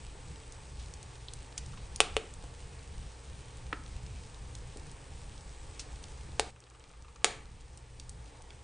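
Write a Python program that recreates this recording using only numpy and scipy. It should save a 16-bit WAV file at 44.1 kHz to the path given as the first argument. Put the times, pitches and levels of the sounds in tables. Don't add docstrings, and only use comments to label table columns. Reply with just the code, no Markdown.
import sys
import numpy as np
from scipy import signal
from scipy.fft import rfft, irfft, next_fast_len
from scipy.io import wavfile
from scipy.ndimage import uniform_filter1d

SR = 44100
rng = np.random.default_rng(int(sys.argv[2]) if len(sys.argv) > 2 else 0)


def digitize_waveform(pressure):
    field = np.atleast_2d(pressure).T
    bounded = np.clip(field, -1, 1)
    quanta = np.round(bounded * 32767).astype(np.int16)
    wavfile.write(sys.argv[1], SR, quanta)


N = 380583
T = np.arange(N) / SR
SHORT_T = T[:4096]

CUT_S = 6.505

HUM_HZ, HUM_DB, HUM_DROP_DB = 119, -59, 5.5

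RUSH_DB, RUSH_DROP_DB, RUSH_RISE_DB_PER_S = -57.5, 6.5, 2
HISS_DB, HISS_DROP_DB, HISS_RISE_DB_PER_S = -59.5, 8.5, 2.2
# (frequency [Hz], relative level [dB])
RUSH_COLOUR = [(130, -11.5), (220, -14), (241, -4.5), (276, 0.5), (358, -2.5), (463, 2.5), (638, -6.5),
               (843, -2), (897, 0), (984, -7), (1140, -5.5), (1270, -9), (1490, -9.5), (1850, -8.5),
               (2600, -17.5), (3380, -31), (5720, -120)]
# (frequency [Hz], relative level [dB])
HISS_COLOUR = [(1290, -25), (2200, 4.5), (5440, 2), (7470, 1), (7810, -1), (9210, 4.5), (9750, -4.5),
               (10000, -48), (13000, -34), (22000, -120)]
JETS_HZ = (2500, 3100, 3900, 4900, 6100, 7400, 9000)
# (frequency [Hz], side level minus mid level [dB])
STEREO_WIDTH = [(60, -26), (110, -30.5), (190, -9.5), (330, -10.5), (580, -9), (1020, -0.5), (1800, -11),
                (3170, -24.5), (5580, -23.5), (9830, -19.5)]

# (time [s], level [dB])
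RUMBLE_LEVEL = [(0, -45.5), (.7, -45.5), (1.3, -48.5), (1.7, -44.5), (2.5, -48), (3.0, -44), (4.3, -44.5),
                (5.2, -46.5), (6.45, -44.5), (6.56, -56.5), (7.25, -52), (8.63, -49)]
# (frequency [Hz], relative level [dB])
RUMBLE_COLOUR = [(12, -15.5), (22, -0.5), (32, -5), (43, -6), (56, 4), (69, -0.5), (84, -5.5), (100, -11),
                 (130, -9.5), (160, -15), (240, -26.5), (400, -48.5)]
LEAPS_PER_S, LEAP_DB = 11, 2.5

EMBERS_PER_S, EMBER_DB, EMBER_SPREAD_DB, EMBER_DROP_DB = 16, -62.5, 12, 2.5
# (time [s], level before a shared trim [dB], pitch [Hz])
LOUD_TICKS = [(0.522, -36, 9650), (0.9375, -35, 6700), (1.0281, -36.5, 7840), (1.3352, -29, 9100),
              (1.6614, -40, 7030), (1.9595, -24, 8700), (2.338, -35, 9260), (4.0637, -42, 4820),
              (4.5515, -34, 6300), (4.771, -36.5, 7500), (4.9144, -39, 9360), (6.0395, -36, 4500),
              (7.774, -39, 8860), (7.998, -34, 5470), (8.0937, -32, 9000), (8.5048, -40.5, 2980)]
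TICK_FADE_S = .003

# (time [s], level before a shared trim [dB], pitch [Hz],
# first filter's bandwidth over pitch [ratio], patter fade time [s])
BARK_RASPS = [(.795, -46.5, 3800, 0.99, 0.044), (1.284, -41.5, 3670, 0.15, 0.0034),
              (1.5783, -32, 6360, 1.7, 0.0048), (1.772, -50, 2800, .9, 0.033),
              (5.7943, -35, 5830, 1.2, 0.012), (6.6397, -57.5, 2970, 2.4, 0.00088)]
# (time [s], level before a shared trim [dB], pitch [Hz],
# first filter's bandwidth over pitch [ratio], patter fade time [s])
FLAME_FLAPS = [(.152, -54, 260, 1.6, 0.013), (1.517, -54, 330, 0.53, 0.0076),
               (2.436, -48.5, 410, 1.4, .012), (3.728, -39, 304, 0.34, 0.0091),
               (4.760, -43.5, 318, 0.76, 0.018), (6.286, -49, 280, 0.75, 0.013),
               (8.345, -55, 804, .4, 0.0086), (8.400, -55.5, 815, 0.34, .008)]

# (start [s], length [s], level [dB], upper resonance relative to lower [dB])
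SAP_RUNS = [(1.733, .08, -49.5, -5), (6.561, .44, -56.5, -0.5), (7.046, .08, -54, -3),
            (7.158, .08, -54.5, -5)]
SPIT_GAP_S, SPIT_JITTER_S, SPIT_SPREAD_DB, SPIT_COLOUR_DB = 0.048, .018, 2, 3

# (time [s], level [dB], crack pitch [Hz], crack bandwidth [Hz], splinters [dB],
# drive of low firebox modes [dB], drive of middle modes [dB], drive of high modes [dB])
GAS_POCKETS = [(2.0039, -12.5, 2870, 1000, -10.5, -4.5, -6, -1.5),
               (2.1668, -20.5, 2800, 900, -15.5, 8, -9, -1), (3.7278, -30, 1390, 695, -48, -24, -32, -14),
               (3.7301, -32.5, 2160, 2000, -50, -18, -22, 4), (6.3964, -19, 3540, 4930, -5, 6, 5, -21),
               (7.245, -15, 2780, 2800, -3.5, -0.5, -5, -2.5)]
# (frequency [Hz], relative level [dB], time to fall 60 dB [s])
FIREBOX_MODES = [(446.5, -5, 0.089), (478, -12, 0.069), (538, 1, 0.029), (726, 5, 0.024), (826, 3, 0.032),
                 (1113, 3, 0.02), (1290, -14.5, 0.041)]

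# (centre frequency [Hz], time to fall 60 dB [s], echo level [dB])
ROOM_ECHOES = [(200, 0.52, -3), (448, 0.34, -8.5), (1040, 0.44, -10.5), (1800, 0.45, -11),
               (2730, 0.49, -15.5), (4230, 0.31, -11.5), (9600, 0.32, -17)]
LATE_ECHO_DB = 3

BAND_HZ, TOP_HZ = 9700, 16000


def undb(db):
    return 10 ** (np.asarray(db) / 20)


def unit(x):
    return x / np.sqrt(np.mean(x ** 2))


def after_cut(drop_db, rise_db_per_s=0):
    return (T >= CUT_S) * (rise_db_per_s * (T - CUT_S) - drop_db)


def walk(rate):
    k = int(SR / rate)
    steps = np.repeat(rng.standard_normal(N // k + 1), k)
    smooth = uniform_filter1d(uniform_filter1d(steps, k), k)
    return unit(smooth)[:N]


def colour(x, spectrum):
    size = next_fast_len(len(x))
    hz = np.fft.rfftfreq(size, 1 / SR)
    points = np.array(spectrum)
    db = np.interp(np.log(hz + 1), np.log(points[:, 0]), points[:, 1])
    return irfft(rfft(x, size) * undb(db), size)[:len(x)]


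def spread(x, spectrum):
    side = colour(colour(rng.standard_normal(N), spectrum), STEREO_WIDTH)
    mid = colour(unit(x), spectrum)
    return (mid + np.array([[1], [-1]]) * side) / np.std(mid)


def band(x, hz, width):
    hz = min(hz, SR / 2 - 1000)
    b, a = signal.iirpeak(hz, hz / min(width, SR / 4), fs=SR)
    return signal.lfilter(b, a, x)


def butter(x, order, hz, kind):
    return signal.sosfilt(signal.butter(order, hz, kind, fs=SR, output="sos"), x)


def elliptic(x, order, hz):
    return signal.sosfilt(signal.ellip(order, .2, 60, hz, fs=SR, output="sos"), x)


def add(track, s, sound):
    i = int(s * SR)
    track[i:i + len(sound)] += sound[:N - i]


def fracture(scatter, fade_s, snap_s=0):
    patter = rng.standard_normal(len(SHORT_T)) * np.exp(-SHORT_T / fade_s)
    push = scatter * patter / np.linalg.norm(patter)
    push[int(snap_s * SR)] = 1
    return -push


def burst(x, db):
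    return x * undb(db) * np.sqrt(.004 * SR) / np.linalg.norm(x)


def snaps(rows, scatter, gain_db, snap_s=0):
    out = np.zeros(N)
    for s, db, hz, share, fade_s in rows:
        push = fracture(scatter, max(fade_s, 1 / SR), snap_s)
        ring = band(band(push, hz, hz * share), hz, 2 * hz * share)
        add(out, s, burst(ring, db + gain_db))
    return out


def hum():
    tone = np.sqrt(2) * np.sin(2 * np.pi * HUM_HZ * T)
    return tone * undb(HUM_DB + after_cut(HUM_DROP_DB) + 2.9 * walk(5.3))


def gas_rush():
    level_db = RUSH_DB + after_cut(RUSH_DROP_DB, RUSH_RISE_DB_PER_S)
    return spread(rng.standard_normal(N), RUSH_COLOUR) * undb(level_db + 0.65 * walk(18))


def steam_hiss():
    level_db = HISS_DB + after_cut(HISS_DROP_DB, HISS_RISE_DB_PER_S)
    happens = rng.random(N) < 900 / SR
    strength = undb(4.5 * np.minimum(rng.exponential(size=N), 5))
    grains = happens * rng.choice([-1, 1], N) * strength
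    sizzle = rng.standard_normal(N) + 0.69 * unit(grains)
    jets = np.zeros(N)
    for hz in JETS_HZ:
        jet = unit(band(rng.standard_normal(N), hz, hz / 5))
        jets += jet * undb(2.5 * walk(25))
    hiss = spread(unit(sizzle) + 0.46 * unit(jets), HISS_COLOUR) * undb(level_db + .5 * walk(30))
    whistle = unit(band(rng.standard_normal(N), 7860, 110))
    return hiss + whistle * undb(level_db - 10.5 + 2 * walk(2.4))


def flames():
    rumble = spread(rng.standard_normal(N), RUMBLE_COLOUR)
    swell = np.sqrt(uniform_filter1d(rumble[0] ** 2, size=SR // 7))
    points = np.array(RUMBLE_LEVEL)
    level_db = np.interp(T, points[:, 0], points[:, 1])
    return rumble / swell * undb(level_db + LEAP_DB * walk(LEAPS_PER_S))


def embers():
    rows = []
    for when, size, pitch in rng.random((int(EMBERS_PER_S * N / SR), 3)):
        db = EMBER_DB + EMBER_SPREAD_DB * size ** 3
        rows.append((when * T[-1], db, 3000 * 3 ** pitch, .8, .001))
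    return snaps(rows, scatter=0.75, gain_db=-0.5) * undb(after_cut(EMBER_DROP_DB))


def ticks():
    rows = [(s, db, hz, 1.0, TICK_FADE_S) for s, db, hz in LOUD_TICKS]
    return snaps(rows, scatter=1.0, gain_db=-9.3, snap_s=0.0011)


def rasps():
    return snaps(BARK_RASPS, scatter=7.8, gain_db=0.5)


def flaps():
    return snaps(FLAME_FLAPS, scatter=6.1, gain_db=2)


def spits():
    out = np.zeros(N)
    for s, length, db, upper_db in SAP_RUNS:
        for late, size, bright in rng.uniform(-1, 1, (round(length / SPIT_GAP_S), 3)):
            push = fracture(2.8, 0.0068)
            low = unit(band(band(push, 1220, 350), 1220, 350))
            high = unit(band(band(push, 2600, 1200), 2600, 1200))
            puff = low + undb(upper_db + SPIT_COLOUR_DB * bright) * high
            add(out, s, burst(puff, db + SPIT_SPREAD_DB * size))
            s += SPIT_GAP_S + SPIT_JITTER_S * late
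    return out


def firebox_ring(drive_db):
    ring = np.zeros(len(SHORT_T))
    for hz, mode_db, t60 in FIREBOX_MODES:
        drive = np.interp(hz, [450, 820, 1120], drive_db)
        fade = undb(mode_db + drive - 60 * SHORT_T / t60)
        ring += fade * np.cos(2 * np.pi * hz * SHORT_T)
    return ring


def pops():
    out = np.zeros(N)
    for s, db, hz, width, splinter_db, *drive_db in GAS_POCKETS:
        push = fracture(0.45, 0.0089)
        crack = butter(band(push, hz, width), 4, 1.68 * hz, "low")
        splinters = undb(splinter_db) * band(push, 8040, 3900)
        ring = undb(-38.0) * firebox_ring(drive_db)
        add(out, s, burst(crack + splinters - ring, db))
    return butter(out, 2, 170, "high")


def room(x):
    t = T[:SR * 3 // 4]
    log_hz = np.log(np.fft.rfftfreq(len(t), 1 / SR) + 1)
    centres = np.log(np.array(ROOM_ECHOES)[:, 0])
    noise = rfft(rng.standard_normal((2, len(t))))
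    tail = np.zeros((2, len(t)))
    for pick, (_, t60, db) in zip(np.eye(len(ROOM_ECHOES)), ROOM_ECHOES):
        fade = undb(-60 * t / t60) * (1 - np.exp(-t / 0.001))
        part = irfft(noise * np.interp(log_hz, centres, pick), len(t))
        tail += part * fade * undb(db) / np.linalg.norm(fade)
    walls = rng.standard_normal(len(t)) * np.exp(-t / 0.004)
    sideways = tail[1] + undb(-4) * walls / np.linalg.norm(walls)
    mid = signal.fftconvolve(x, tail[0])[:N]
    side = signal.fftconvolve(x, sideways)[:N]
    side = band(band(side, 1100, 2000), 1100, 3500)
    return mid + np.array([[1], [-1]]) * undb(-9.5) * side


def scene():
    steady = hum() + gas_rush() + steam_hiss() + flames()
    crackle = embers() + ticks() + rasps() + flaps() + spits() + pops()
    early = T < CUT_S
    early_echoes = room(crackle * early) * early
    late_echoes = undb(LATE_ECHO_DB) * room(crackle * ~early)
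    return steady + crackle + early_echoes + late_echoes


def record(dry):
    narrow = elliptic(dry, 10, BAND_HZ)
    clipped = np.clip(narrow, -.85, .85)
    return elliptic(clipped, 8, TOP_HZ)


dry = scene()
out = record(dry)
digitize_waveform(out)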